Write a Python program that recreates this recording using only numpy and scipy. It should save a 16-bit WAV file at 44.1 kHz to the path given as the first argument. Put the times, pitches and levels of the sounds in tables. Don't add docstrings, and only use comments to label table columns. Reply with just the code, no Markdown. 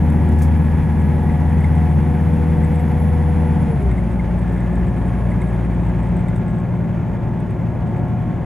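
import sys
import numpy as np
from scipy import signal
from scipy.fft import rfft, irfft, next_fast_len
from scipy.io import wavfile
from scipy.ndimage import map_coordinates

SR = 44100
rng = np.random.default_rng(int(sys.argv[2]) if len(sys.argv) > 2 else 0)


def output_pcm(signal):
    pcm = np.clip(np.atleast_2d(signal).T, -1, 1) * 32767
    wavfile.write(sys.argv[1], SR, np.round(pcm).astype(np.int16))


N = 372643

# (f/Hz, level/dB)
RUMBLE_COLOUR = [(15, -37), (30, -11), (45, -2.5), (70, -1.5), (105, -1.5), (150, -2), (205, 1),
                 (240, -5.5), (280, -10), (400, -23.5), (700, -55), (2000, -120)]
ROLLING_COLOUR = [(30, -62.5), (150, -30), (300, 2), (390, 3), (470, -2), (570, 2), (670, -5), (800, -3),
                  (920, -3), (1100, -11), (1400, -21), (3000, -67), (6000, -120)]
CLATTER_COLOUR = [(600, -15.5), (1150, -2), (1700, 1), (2150, -1), (2450, -5.5), (2800, -12), (3350, -14.5),
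                  (4000, -23.5), (5500, -27.5), (6800, -24.5), (8000, -30), (12000, -32.5), (15700, -37.5)]
HISS_COLOUR = [(3000, -8.5), (5000, -5), (7000, -12), (8200, -10), (9000, 0), (9600, -4), (10100, 6),
               (10800, -1.5), (11400, -13.5), (12200, -23), (15700, -19)]
BRUSH_COLOUR = [(1500, -26), (3500, -10), (5500, -2.5), (7000, -3), (10300, 0), (12500, -5), (15700, -9.5)]
# (f/Hz, side level relative to mid/dB)
SIDE_LEVEL = [(60, -34.5), (150, -31.5), (280, -4), (500, -29), (1000, -10.5), (2000, -14), (8000, -14.5),
              (13000, -19)]
# (f/Hz, mean level/dB)
AUXILIARY_LINES = [(361.6, -43.5), (723.2, -46), (867, -49), (1084.5, -55), (1446.4, -63.5)]
# (t/s, level/dB)
SCUFF_TIMES = [(.317, -55), (.386, -47), (.419, -38.5), (2.98, -59), (3.82, -56), (4.521, -58), (6.36, -56)]
# (t/s, ring level before ring_db/dB, ring f/Hz, knock level before panel_db/dB)
TRIM_TICKS = [(0.1007, -41, 8990, -45), (0.2892, -43, 9110, -44), (1.2964, -51, 7510, -34.5),
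              (1.4935, -47, 8110, -42), (1.6048, -44, 8160, -38), (1.6427, -41, 8520, -30),
              (1.7519, -45, 8400, -37), (1.7794, -44, 8730, -39.5), (2.3376, -44, 8710, -47),
              (2.6349, -45, 8600, -37), (2.6454, -39, 7970, -35), (2.7452, -43, 9140, -44),
              (2.7564, -42, 8100, -38), (2.7935, -41, 7960, -37), (3.913, -42, 8100, -35),
              (3.9799, -48, 7600, -36), (4.1944, -54, 8560, -33), (4.3889, -46, 8110, -46),
              (4.6044, -46, 8240, -50), (4.7551, -44, 7880, -48), (5.3153, -48, 7890, -35.5),
              (5.4166, -39, 8060, -34.5), (5.6476, -49, 8990, -41), (6.0297, -47, 7900, -45),
              (6.1669, -45, 8040, -47), (6.2831, -41, 7330, -38.5), (6.3605, -42.5, 9160, -45),
              (6.4802, -49, 8110, -39), (7.4016, -46, 9070, -47), (7.5063, -47, 9170, -48)]
# (f/Hz, relative level/dB)
TRIM_MODES = [(3700, 5.5), (7350, -9), (7950, -2), (8200, -4), (8550, -4), (9050, -1), (10000, -4)]
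# (t/s, relative level/dB)
WHINE_LEVEL = [(0, -67), (2.7, -69), (3.05, -60.5), (3.85, -66), (4.5, -77), (5.4, -63.5), (5.8, -76),
               (8.45, -95)]
# (f/Hz, gain/dB)
FLOOR_LEAK = [(5000, -15), (7200, -14), (9000, -9), (10000, -1), (11400, -1), (12000, -24), (16000, -34.5)]
# (multiple of firing rate, full-power level/dB, eased level/dB)
ENGINE_ORDERS = [(4 / 3, -33.5, -37.5), (3 / 2, -49, -36.5), (9 / 5, -24.5, -32.5), (2, -22.5, -25.5),
                 (7 / 3, -33.5, -41), (5 / 2, -35.5, -35.5), (27 / 10, -32.5, -37), (6 / 2, -35, -32.5),
                 (18 / 5, -35.5, -44), (9 / 2, -45, -43.5), (12 / 2, -44, -43), (18 / 2, -42.5, -49.5),
                 (209 / 20, -49.5, -59.5), (24 / 2, -49.5, -62), (42 / 2, -56, -63), (48 / 2, -54.5, -58.5),
                 (84 / 2, -68, -81)]
# (f/Hz, half width/Hz, gain/dB)
BODY_PANELS = [(64.5, 3, 7), (75, 2, -6), (156.5, 2, 7), (177, 3, 9), (240, 2.3, 7), (396, 20, 15),
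               (458, 16, 16), (486, 3, 7), (840, 5, 8), (1683, 6, 7.5)]
# (f/Hz, left minus right level/dB)
LEFT_BALANCE = [(60, 1.7), (150, 1.7), (260, .3), (500, 1.5), (2000, .2), (8000, -2), (12000, 0)]
# (f/Hz, lead of the left/rad)
LEFT_LEAD = [(0, 0.058), (260, 0.39), (520, -0.95), (780, 0.31), (1120, 0.14), (1640, 0.0), (3010, 0.22)]

EASE_S, EASE_LENGTH_S = 3.6, 0.4
COAST_S, COAST_LENGTH_S = 6.05, 0.65
FULL_HZ, CREEP_HZ_PER_S, EASED_HZ, SAG_HZ_PER_S = 80.1, 0.31, 59.5, 0.43

BOOM_DB = (-16, -22.7, -36)
RUMBLE_DB = (-22.5, -23.5, -24)
ROLLING_DB = (-33.4, -33, -34)
CLATTER_DB = (-42, -43.5, -46)
CHATTER_RATE = (5, 22, 2.5)

BEAT_HZ, BEAT_CREST_S, BEAT_DB = 0.696, 0.3, 1.6
BOOM_FADE_DB_PER_S = 0.58
TURBO_HZ, DROOP_S, DROOP_HZ_PER_S = 11370, 2.78, 920
TURBO_IDLE_HZ, RUN_DOWN_S = 6500, 0.98
INTAKE_DB, INTAKE_DB_PER_OCTAVE, INTAKE_COAST_DB = -60, 11.5, -4
TOP_HZ, FADE_S = 15750, 0.003


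def amp(db):
    return 10 ** (np.asarray(db) / 20)


def unit(x):
    return x / np.sqrt(np.mean(x ** 2) + 1e-20)


def seconds():
    return np.arange(N) / SR


def along(points, hz):
    f, value = np.transpose(points)
    return np.interp(np.log(hz + 1), np.log(f + 1), value)


def wobble(rate):
    knots = rng.standard_normal(int(N * rate / SR) + 4)
    return map_coordinates(knots, [np.arange(N) * rate / SR])


def filtered(x, response):
    m = next_fast_len(N + SR // 2)
    spectrum = rfft(x, m) * response(np.fft.rfftfreq(m, 1 / SR))
    return irfft(spectrum, m)[..., :N]


def rush(colour):
    def mid_side_gain(hz):
        return amp(along(colour, hz)) * amp([0 * hz, along(SIDE_LEVEL, hz)])

    mid, side = filtered(rng.standard_normal((2, N)), mid_side_gain)
    return unit(np.array([mid + side, mid - side]))


def tone(phase):
    return np.sqrt(2) * np.sin(phase)


def turning(hz):
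    return 2 * np.pi * np.cumsum(hz) / SR


def add(track, s, sound):
    part = track[max(round(s * SR), 0):][:len(sound)]
    part += sound[:len(part)]


def ramp(start, length):
    u = np.clip((seconds() - start) / length, 0, 1)
    return u * u * (3 - 2 * u)


def by_throttle(values):
    full, eased, coasting = values
    easing = (eased - full) * ramp(EASE_S, EASE_LENGTH_S)
    return full + easing + (coasting - eased) * ramp(COAST_S, COAST_LENGTH_S)


def firing_rate():
    t = seconds()
    full = FULL_HZ + CREEP_HZ_PER_S * np.minimum(t, EASE_S)
    eased = EASED_HZ - SAG_HZ_PER_S * (t - EASE_S - EASE_LENGTH_S)
    return full + (eased - full) * ramp(EASE_S, EASE_LENGTH_S)


def rotor_pitch():
    t = seconds()
    driven = TURBO_HZ - DROOP_HZ_PER_S * (np.clip(t, DROOP_S, EASE_S) - DROOP_S)
    run_down = np.exp(-np.maximum(t - EASE_S, 0) / RUN_DOWN_S)
    return TURBO_IDLE_HZ + (driven - TURBO_IDLE_HZ) * run_down


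def running(firing, pulse_depth=0.1):
    rumble = amp(by_throttle(RUMBLE_DB) + 0.3 * wobble(9.7)) * rush(RUMBLE_COLOUR)
    rolling = amp(by_throttle(ROLLING_DB) + 0.55 * wobble(4.34)) * rush(ROLLING_COLOUR)
    pulse = unit(1 + pulse_depth * np.cos(turning(firing)) + 0.11 * wobble(60))
    clatter = amp(by_throttle(CLATTER_DB)) * pulse * rush(CLATTER_COLOUR)
    return rumble + rolling + clatter


def auxiliary(sway_db=3.0, drift_rad=0.65):
    hum = np.zeros(N)
    for hz, db in AUXILIARY_LINES:
        level = amp(db + sway_db * wobble(4))
        hum += level * tone(2 * np.pi * hz * seconds() + drift_rad * wobble(6))
    return hum


def scuffs(t60=0.14):
    envelope, t = np.zeros(N), np.arange(SR // 4) / SR
    for s, db in SCUFF_TIMES:
        add(envelope, s, amp(db - 60 * t / t60) * (1 - np.exp(-t / 0.00078)))
    return envelope * rush(BRUSH_COLOUR)


def contact(hz, t60=0.03, focus_hz=400, grit=0.37):
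    t = np.arange(SR // 10) / SR
    f, db = np.transpose(TRIM_MODES)
    nearness = 0.31 + np.exp(-((f - hz) / focus_hz) ** 2)
    gains = amp(db + rng.normal(0, 3.3, len(f))) * nearness
    mode_hz = f * rng.normal(1, .014, len(f))
    ring = gains @ np.sin(2 * np.pi * np.outer(mode_hz, t)) / np.linalg.norm(gains)
    scrape_band = signal.butter(2, [7000, 10000], "band", fs=SR, output="sos")
    scrape = signal.sosfilt(scrape_band, rng.standard_normal(len(t)))
    return (ring + grit * unit(scrape)) * amp(-60 * t / t60) * (1 - np.exp(-t / 0.0005))


def knock(hz=2090, t60=0.045, spread=0.041):
    t = np.arange(SR // 10) / SR
    modes = hz * (1 + spread * np.linspace(-1, 1, num=3) + rng.normal(0, 0.016, size=3))
    weights = np.hanning(5)[1:-1]
    ring = weights @ np.sin(2 * np.pi * (np.outer(modes, t) + rng.random((3, 1))))
    return ring * amp(-60 * t / t60) * (1 - np.exp(-t / 0.0017))


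def trim(ring_db=-2.5, panel_db=5, chatter_db=-57):
    track = np.zeros(N)
    for s, db, hz, knock_db in TRIM_TICKS:
        firm = np.clip((knock_db + 43) / 5, 0, 1)
        add(track, s, amp(db + ring_db) * contact(hz) + firm * amp(knock_db + panel_db) * knock())
    chatter_times = np.flatnonzero(rng.random(N) < by_throttle(CHATTER_RATE) / SR) / SR
    for s in chatter_times:
        size = amp(chatter_db + rng.normal(0, 3.4))
        add(track, s, size * (contact(rng.uniform(7500, 9300)) + amp(4.5) * knock()))
        add(track, s + rng.uniform(.011, .017), size * contact(rng.uniform(7500, 8100)))
    return track


def singing(centre_hz=1715, width_hz=115, peak_db=-47, start_s=4.09, attack_s=0.5, fade_db_per_s=9,
            line_hz=1667, line_db=-56):
    t = seconds()
    band = unit(filtered(rng.standard_normal(N), lambda hz: np.exp(-((hz - centre_hz) / width_hz) ** 2)))
    swell = amp(peak_db - fade_db_per_s * np.maximum(t - start_s - attack_s, 0))
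    line = amp(line_db + 2.2 * wobble(4)) * tone(2 * np.pi * line_hz * t + 0.5 * wobble(6))
    return ramp(start_s, attack_s) * (swell * band + line)


def intake(rotor):
    slowing = INTAKE_DB_PER_OCTAVE * np.log2(rotor / TURBO_HZ)
    level = INTAKE_DB + slowing + INTAKE_COAST_DB * ramp(COAST_S, COAST_LENGTH_S)
    return amp(level) * rush(HISS_COLOUR)


def turbo(hz, flutter_hz=40, breath=0.61):
    db = np.interp(seconds(), *np.transpose(WHINE_LEVEL))
    phase = turning(hz + flutter_hz * wobble(250) + 15 * wobble(11))
    whine = np.zeros(N)
    for ratio in (1, 7 / 5):
        blade = ratio * phase
        air = breath * (wobble(700) * tone(blade) + wobble(700) * tone(blade + np.pi / 2))
        level = db - 1 + along(FLOOR_LEAK, ratio * hz) + 2.5 * wobble(40)
        whine += amp(level) * (tone(blade) + air)
    return whine


def panels(hz):
    return sum(db / (1 + ((hz - centre) / width) ** 4) for centre, width, db in BODY_PANELS)


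def engine(firing, boom_sway_db=0.6, sway_db=1.56, rough=0.046, growl_db=-56, load_db=4):
    t = seconds()
    phase = turning(firing)
    power = np.clip((firing - firing.min()) / np.ptp(firing), 0, 1)
    crest = np.pi / 2 * (1 + power)
    beat = BEAT_DB * np.cos(2 * np.pi * BEAT_HZ * (t - BEAT_CREST_S))
    full_power_change = power * (beat - BOOM_FADE_DB_PER_S * t)
    boom = by_throttle(BOOM_DB) + panels(firing) + full_power_change + boom_sway_db * wobble(5)
    drone = amp(boom) * tone(phase + crest + .03 * wobble(17))
    for order, full_db, eased_db in ENGINE_ORDERS:
        level = eased_db + power * (full_db - eased_db) + panels(order * firing) + sway_db * wobble(2.95)
        start = crest if order == round(order) else rng.uniform(0, 2 * np.pi)
        shaken = tone(order * phase + start + rough * wobble(25))
        drone += amp(level) * (1 + rough * wobble(25)) * shaken
    growl = np.zeros(N)
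    for k in range(28, 36):
        growl += amp(rng.normal(0, 2)) * tone(k * phase / 3 + rng.uniform(0, 2 * np.pi))
    return drone + amp(growl_db + load_db * power) * growl


def scene():
    firing, rotor = firing_rate(), rotor_pitch()
    cabin = running(firing) + auxiliary() + scuffs() + trim() + singing()
    cabin = cabin + intake(rotor) + turbo(rotor) + engine(firing)
    sides = np.array([[.5], [-.5]])

    def stereo(hz):
        return amp(sides * along(LEFT_BALANCE, hz)) * np.exp(1j * sides * along(LEFT_LEAD, hz))

    return filtered(cabin, stereo)


def record(dry):
    ends = ramp(0, FADE_S) * (1 - ramp(N / SR - FADE_S, FADE_S))
    return filtered(dry * ends, lambda hz: hz < TOP_HZ)


dry = scene()
out = record(dry)
output_pcm(out)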